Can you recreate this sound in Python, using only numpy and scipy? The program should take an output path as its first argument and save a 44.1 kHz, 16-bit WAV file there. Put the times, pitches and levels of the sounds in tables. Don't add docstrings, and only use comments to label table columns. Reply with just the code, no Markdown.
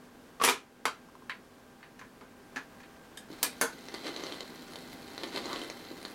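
import sys
import numpy as np
from scipy import signal
from scipy.fft import rfft, irfft, next_fast_len
from scipy.io import wavfile
from scipy.ndimage import uniform_filter1d

SR = 44100
rng = np.random.default_rng(int(sys.argv[2]) if len(sys.argv) > 2 else 0)


def wav_record(signal):
    frames = np.transpose(np.atleast_2d(signal))
    bounded = np.clip(frames, -1, 1)
    quanta = np.round(bounded * 32767).astype(np.int16)
    wavfile.write(sys.argv[1], SR, quanta)


N = 270892
T = np.arange(N) / SR
LOWERING_S, LANDING_S, CAM_OFF_S = 2.567, 3.301, 3.429
TURN_S = 1.2934

# (time [s], part, relative level [dB], hardness as treble tilt [dB per octave])
KNOCKS = [(0.051, "stop", -61, 6), (0.399, "spindle", -30, 1), (0.408, "disc", -30, -3),
          (0.4144, "spindle", -19, 0), (.42, "disc", -23, -0.4), (.437, "disc", -7, -1.2),
          (.448, "disc", -12, 1.54), (0.4765, "platter", -9.5, -1), (.487, "platter", -7.5, -.5),
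          (.496, "platter", -13, 1.35), (.854, "pusher", -5.5, 0), (1.086, "cam", -39.5, 0),
          (1.152, "cam", -37, -0.5), (1.221, "cam", -39, -3), (1.2952, "lever", -19, 0.5),
          (1.828, "lever", -36, 1), (1.992, "stop", -38, 2), (2.013, "lever", -30, -6.5),
          (2.21, "pusher", -31.5, -4), (2.5603, "stop", -24, 0), (2.567, "stop", -24, -2),
          (2.802, "stop", -42.5, 0), (2.832, "lever", -42, 3), (3.1725, "spring", -40.5, 0.5),
          (3.421, "pawl", -38, -4), (3.429, "pawl", -15.5, 0.5), (3.612, "latch", -12.5, 0)]
CONTACTS = {"spindle": (6.5, 2.5, -7, -30, 1.15), "disc": (-3.5, 4, -4, -5, 1.24),
            "platter": (-4, 1, -3, -8.5, 1.11), "pusher": (-7, -5.5, -13.5, -19, 1.09),
            "cam": (-9, -10, -19, -22, .5), "lever": (-20, 4.5, -15, -29.5, 0.95),
            "stop": (-5.5, -1, -8, -20.5, 0.98), "spring": (2, 1.5, -.5, -.5, 1.03),
            "pawl": (-4, -6.5, 1, -1, 1.08), "latch": (1, -5.5, -9, -3, 1.22)}
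PART_PEAKS_AND_DIPS = {"disc": [(993, 250, 6.5), (1240, 180, 4.5), (1510, 48, -27), (1630, 270, 2.5),
                       (2340, 330, 1), (3110, 450, 3), (3510, 260, 0.5), (4800, 170, 2), (5800, 590, 6.5),
                       (7900, 360, 4), (9920, 320, 11.5), (10760, 330, 7.5)], "pusher": [(875, 55, 5),
                       (1040, 89, 5.5), (1280, 190, 7), (1510, 50, 6.5), (2140, 290, 8.5), (3170, 130, 8),
                       (3870, 250, 6), (4630, 210, 9.5), (5810, 310, 6), (7500, 480, 7.5), (9500, 270, 3),
                       (10100, 670, 6)], "lever": [(1020, 91, 10), (1720, 400, 7), (2660, 150, 1.5),
                       (3130, 200, 2), (3900, 140, 8), (4420, 240, 12.5), (6200, 330, -4), (9500, 460, 4)],
                       "stop": [(253, 36, 10.5)] + [(930, 110, 1.0), (1070, 140, 6.5), (1400, 180, 5.0),
                       (1730, 250, 15.5), (2500, 270, 6.5), (4350, 280, 4), (6100, 400, 8), (6770, 430, 6),
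                       (10800, 820, -1)], "spring": [(1710, 250, 18), (3200, 370, 14.5), (3680, 240, 14),
                       (4960, 410, 11), (6560, 510, 8), (8120, 630, 12), (8800, 210, 11),
                       (11340, 790, 9)] + [(14500, 3000, -8)], "pawl": [(970, 18, 12.0), (1310, 91, 3.5),
                       (1480, 90, -2), (1690, 110, 11.0), (2050, 170, 6.5), (2410, 240, 11.5),
                       (3060, 220, 4.5), (3780, 104, 11), (4530, 180, 4.5), (8460, 300, 7),
                       (10600, 820, 4.0), (13100, 1100, 5)] + [(15200, 1600, 12)],
                       "latch": [(620, 65, 8)] + [(910, 24, 6), (1044, 82, 6), (1496, 224, 15.5),
                       (1767, 81, 12.5), (2160, 72, 14.0), (2490, 120, 3), (3400, 180, 4), (4550, 180, 9.5),
                       (4900, 200, 2), (6400, 850, 9.5), (9760, 670, 7), (12010, 570, -2)],
                       "platter": [(392, 110, 10), (990, 77, 17.5), (1250, 93, 9.5), (2400, 250, 8.5),
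                       (3590, 290, 3.5), (5850, 470, -3), (10000, 3000, -1.5)],
                       "spindle": [(1150, 290, 23.5)], "cam": [(1030, 350, 14)]}
CRACK_DB = {"disc": -7.5, "platter": -1, "pusher": 0, "lever": -4.5, "stop": -1.5, "spring": -3, "pawl":
            0.5, "latch": -6, "spindle": -3, "cam": 6}
# (frequency [Hz], level [dB])
DECK_TONE = [(40, -24), (130, -16), (250, -0.5), (450, -1), (1500, -2.5), (11000, -4.5), (13500, -8.5),
             (16000, -22)]
# (frequency [Hz], width [Hz], boost or cut [dB])
DECK_PEAKS_AND_DIPS = [(267.6, 27, 10.5), (308, 48, -10.5), (370, 24, 0.5), (460, 61, 11), (530, 40, -6),
                       (750, 54, -1)]
def mechanism():
    out = np.zeros(N)
    for s, part, level_db, hardness in KNOCKS:
        thud_db, clack_db, bite_db, sizzle_db, ring_length = CONTACTS[part]
        contact = [(450, thud_db), (1100, 0), (2200, clack_db), (4800, bite_db), (11000, sizzle_db)]
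        contact = [(hz, db + hardness * np.log2(hz / 1100)) for hz, db in contact]
        bands = DECK_PEAKS_AND_DIPS + PART_PEAKS_AND_DIPS[part]
        knock = ring(CRACK_DB[part], crack_s=0.0033, rise_s=0.00031, length=ring_length)
        knock = colour(knock, lambda hz: at_hz(DECK_TONE, hz) + at_hz(contact, hz) + bands_db(bands, hz))
        add(out, s, from_db(level_db + 25.5) * knock)
    return out


# (frequency [Hz], time to fade by 60 dB [s])
RING_TIMES = [(150, 0.21), (400, 0.17), (1040, 0.18), (2760, 0.2), (7280, 0.17), (15000, 0.11)]
def ring(crack_db, crack_s, rise_s, length):
    t = np.arange(SR // 2) / SR
    hz = np.fft.rfftfreq(len(t), 1 / SR)
    noise_spectrum = rfft(rng.standard_normal(len(t)))
    centres, fade_times = np.transpose(RING_TIMES)
    tail = 0
    for share, fade_s in zip(np.eye(len(centres)), fade_times):
        band = irfft(noise_spectrum * at_hz(np.c_[centres, share], hz), len(t))
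        tail += band * from_db(-60 * t / (fade_s * length))
    crack = rng.standard_normal(len(t)) * np.exp(-t / crack_s)
    sound = (rms_one(tail) + from_db(crack_db) * rms_one(crack)) * (1 - np.exp(-t / rise_s))
    power = np.abs(rfft(sound)) ** 2
    smooth = np.where(hz < 2000, uniform_filter1d(power, size=70), uniform_filter1d(power, size=400))
    return colour(sound, lambda f: -10 * np.log10(np.interp(f, hz, smooth)))


USUAL_SNAP_HZ = 4470
# (time [s], relative level [dB], snap pitch [Hz])
DEEP_SCRATCHES = [(3.442, -23.5, 9900), (3.464, -16.5, 4400), (3.637, -23, 12000), (3.8855, -18, 5800),
                  (3.9415, -10, 3320), (3.947, -15.5, 3730), (4.0679, -13, 3800), (4.080, -14, 3400),
                  (4.1634, -16, 6500), (4.237, -14, 6200), (4.267, -16, 4050), (4.323, -14, 3000),
                  (4.343, -25, 9500), (4.4066, -14.5, 6400)]
# (middle [s], half length [s], relative level [dB])
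SCUFFS = [(3.958, 0.07, -40.5), (4.075, 0.031, -30.5), (4.24, 0.17, -35.5)]
def groove_wear():
    fine_scratches = [(LANDING_S + TURN_S * place, -32 + 3.5 * (2 * depth - 1), USUAL_SNAP_HZ * 3 ** narrow)
                      for place, depth, narrow in rng.random((80, 3))]
    out = np.zeros(N)
    for shift_s in TURN_S * np.arange(3):
        scuff_gain = sum(swell(T - shift_s, *scuff) for scuff in SCUFFS)
        out += scuff_gain * grains(per_s=1500, spread_db=3)
        for s, level_db, snap_hz in DEEP_SCRATCHES + fine_scratches:
            if s + shift_s < T[-1]:
                add(out, s + shift_s, from_db(level_db + 9) * pop(snap_hz))
    return out


def pop(snap_hz):
    t = np.arange(SR // 20) / SR
    judder = rng.standard_normal(len(t)) * np.exp(-t / .0015)
    judder = signal.sosfilt(signal.butter(1, 1200, "high", fs=SR, output="sos"), judder)
    push = signal.sosfilt(signal.butter(1, 2500, fs=SR, output="sos"), signal.unit_impulse(len(t)))
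    kick = .8 * push + .9 * judder / np.linalg.norm(judder)
    snap_db = 6.5 + 7.5 * np.log2(snap_hz / USUAL_SNAP_HZ)
    return colour(kick, lambda hz: bands_db([(snap_hz, 0.35 * snap_hz, snap_db)], hz))


# (time [s], relative level [dB])
BUMPS = [(3.302, -16.5), (3.322, -20), (3.337, -25), (5.912, -16)]
def stylus_bumps():
    jolts = np.zeros(N)
    for s, level_db in BUMPS:
        jolts[int(s * SR)] = from_db(level_db + 14)
    return signal.sosfilt(signal.butter(2, 420, fs=SR, output="sos"), jolts)


# (frequency [Hz], level [dB])
CRACKLE_TONE = [(59, -44), (100, -23), (197, -19.5), (255, 0), (381, -0.5), (752, -12), (1130, -11.5),
                (1680, -15.5), (2080, -13), (2420, -19.5), (4020, -14), (5190, -20.5), (12900, -34.5),
                (16000, -56)]
HISS_TONE = [(59, -25), (100, -15.5), (219, -5), (255, -1.5), (461, -5.5), (524, -14.5), (801, -13.5),
             (970, -17), (1580, -14), (2860, -21.5), (4110, -18), (8830, -28.5), (12900, -27.5),
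             (16000, -32)]
RASP_TONE = [(300, -39), (800, -13), (1120, -3), (1500, -18), (4000, -38)]
def groove():
    crackle = from_db(11) * with_tone(groove_wear() + stylus_bumps(), CRACKLE_TONE)
    dust = grains(per_s=7000, spread_db=3.5)
    hiss = from_db(-52) * rms_one(with_tone(dust, HISS_TONE)) * (T > LANDING_S)
    rasp = rms_one(with_tone(rng.standard_normal(N), RASP_TONE))
    return crackle + hiss + rasp * swell(T, middle_s=5.515, half_s=0.038, level_db=-41)


# (frequency [Hz], width [Hz], boost or cut [dB])
CONE_PEAKS_AND_DIPS = [(270, 96, -0.5), (367, 38, 3), (710, 40, 4), (1132, 125, 2), (2070, 210, 5.5),
                       (2540, 290, 3.5), (3120, 160, 7), (4220, 890, 6.5), (5170, 260, -1)]
# (frequency [Hz], level [dB])
ROOM_TONE = [(300, -3), (1500, -2), (4000, -5.5), (10000, -5)]
def loudspeaker(x):
    ceiling = from_db(-21.5)
    rounded = ceiling * np.tanh(x / ceiling)
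    cone = colour(rounded, lambda hz: bands_db(CONE_PEAKS_AND_DIPS, hz) - 2.5)
    room = with_tone(ring(crack_db=-11.5, crack_s=0.015, rise_s=0.0026, length=0.57), ROOM_TONE)
    return cone + signal.fftconvolve(cone, room)[:N]


# (pitch [Hz], relative level [dB])
MOTOR_HUM = [(247.6, -64), (398.4, -75), (662.1, -75.5), (791.3, -70.5), (1055, -90), (1200, -79),
             (1453, -79), (1583, -71), (3138, -88)]
# (pitch [Hz], relative level [dB])
STYLUS_HUM = [(247.6, -60.5), (479.1, -68.5), (791.3, -65), (925.9, -79.5), (1453, -70.5), (1588, -67),
              (1825, -76)]
# (frequency [Hz], level [dB])
RUMBLE_TONE = [(12, -51), (20, -14.5), (123, -12), (154, -7), (172, -9), (248, -3.5), (319, -8.5),
               (399, -7.5), (698, -14.5), (780, -17), (1030, -14), (1290, -20), (1610, -20), (1810, -23),
               (16000, -37)]
RUB_TONE = [(200, -3), (700, -1), (1300, -3), (1750, -2), (2300, -8), (5000, -15.5), (16000, -27)]
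def drive():
    stylus_down = np.clip((T - LANDING_S) / .03, 0, 1)
    motor = (1 - stylus_down) * from_db(3.5) * hum(MOTOR_HUM)
    motor += stylus_down * from_db(1) * hum(STYLUS_HUM)
    rumble = rms_one(with_tone(rng.standard_normal(N), RUMBLE_TONE))
    rumble *= from_db(-52.5 + .5 * drift(per_s=17))
    rub_db = np.where(T < LOWERING_S, -62.5, -59)
    rub = rms_one(with_tone(grains(per_s=2500, spread_db=1.5), RUB_TONE))
    rub *= from_db(rub_db + 2 * drift(per_s=24.23))
    return motor + rumble + rub * (T < CAM_OFF_S)


def hum(tones):
    out = 0
    for hz, level_db in tones:
        phase = 2 * np.pi * np.cumsum(hz + 1.2 * drift(per_s=9)) / SR
        out += np.sqrt(2) * from_db(level_db + 1.5 * drift(per_s=7)) * np.sin(phase)
    return out


def gain_control(x):
    threshold_db, cut_per_db, start_cut_db = -31, .45, 3.5
    averaging_s, recovery_db_per_s = 0.034, 1.46
    memory = np.exp(-1 / (averaging_s * SR))
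    level_db = 10 * np.log10(signal.lfilter([1 - memory], [1, -memory], x ** 2) + 1e-20)
    wanted_cut_db = cut_per_db * np.maximum(level_db - threshold_db, 0)
    recovered_db = recovery_db_per_s * T
    held_db = np.maximum.accumulate(np.maximum(wanted_cut_db + recovered_db, start_cut_db), axis=-1)
    return x * from_db(recovered_db - held_db)


def from_db(db):
    return 10 ** (np.asarray(db) / 20)


def rms_one(x):
    return x / np.sqrt(np.mean(x ** 2) + 1e-20)


def at_hz(points, hz):
    f, value = np.transpose(points)
    return np.interp(np.log(hz + 1), np.log(f), value)


def bands_db(bands, hz):
    return sum(db / (1 + (2 * (hz - f) / width) ** 2) for f, width, db in bands)


def colour(x, db_at):
    n = 2 * next_fast_len(len(x) // 2 + SR // 20)
    cepstrum = irfft(np.log(from_db(db_at(np.fft.rfftfreq(n, 1 / SR)))))
    cepstrum[1:n // 2] *= 2
    cepstrum[n // 2 + 1:] = 0
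    return irfft(rfft(x, n) * np.exp(rfft(cepstrum)))[:len(x)]


def with_tone(x, tone):
    return colour(x, lambda hz: at_hz(tone, hz))


def grains(per_s, spread_db):
    sizes = from_db(spread_db * np.minimum(rng.exponential(1, N), 4)) * rng.choice([-1, 1], N)
    return rms_one(sizes * (rng.random(N) < per_s / SR))


def drift(per_s):
    return rms_one(np.interp(T * per_s, np.arange(1000), rng.standard_normal(1000)))


def swell(t, middle_s, half_s, level_db):
    return from_db(level_db) * np.exp(-((t - middle_s) / half_s) ** 2)


def add(out, s, sound):
    i = int(s * SR)
    out[i:i + len(sound)] += sound[:N - i]


def scene():
    return (mechanism() + loudspeaker(groove()) + drive())[None]


def record(dry):
    treble_cut = signal.ellip(12, .1, 90, 16100, fs=SR, output="sos")
    return signal.sosfilt(treble_cut, gain_control(dry))


dry = scene()
out = record(dry)
wav_record(out)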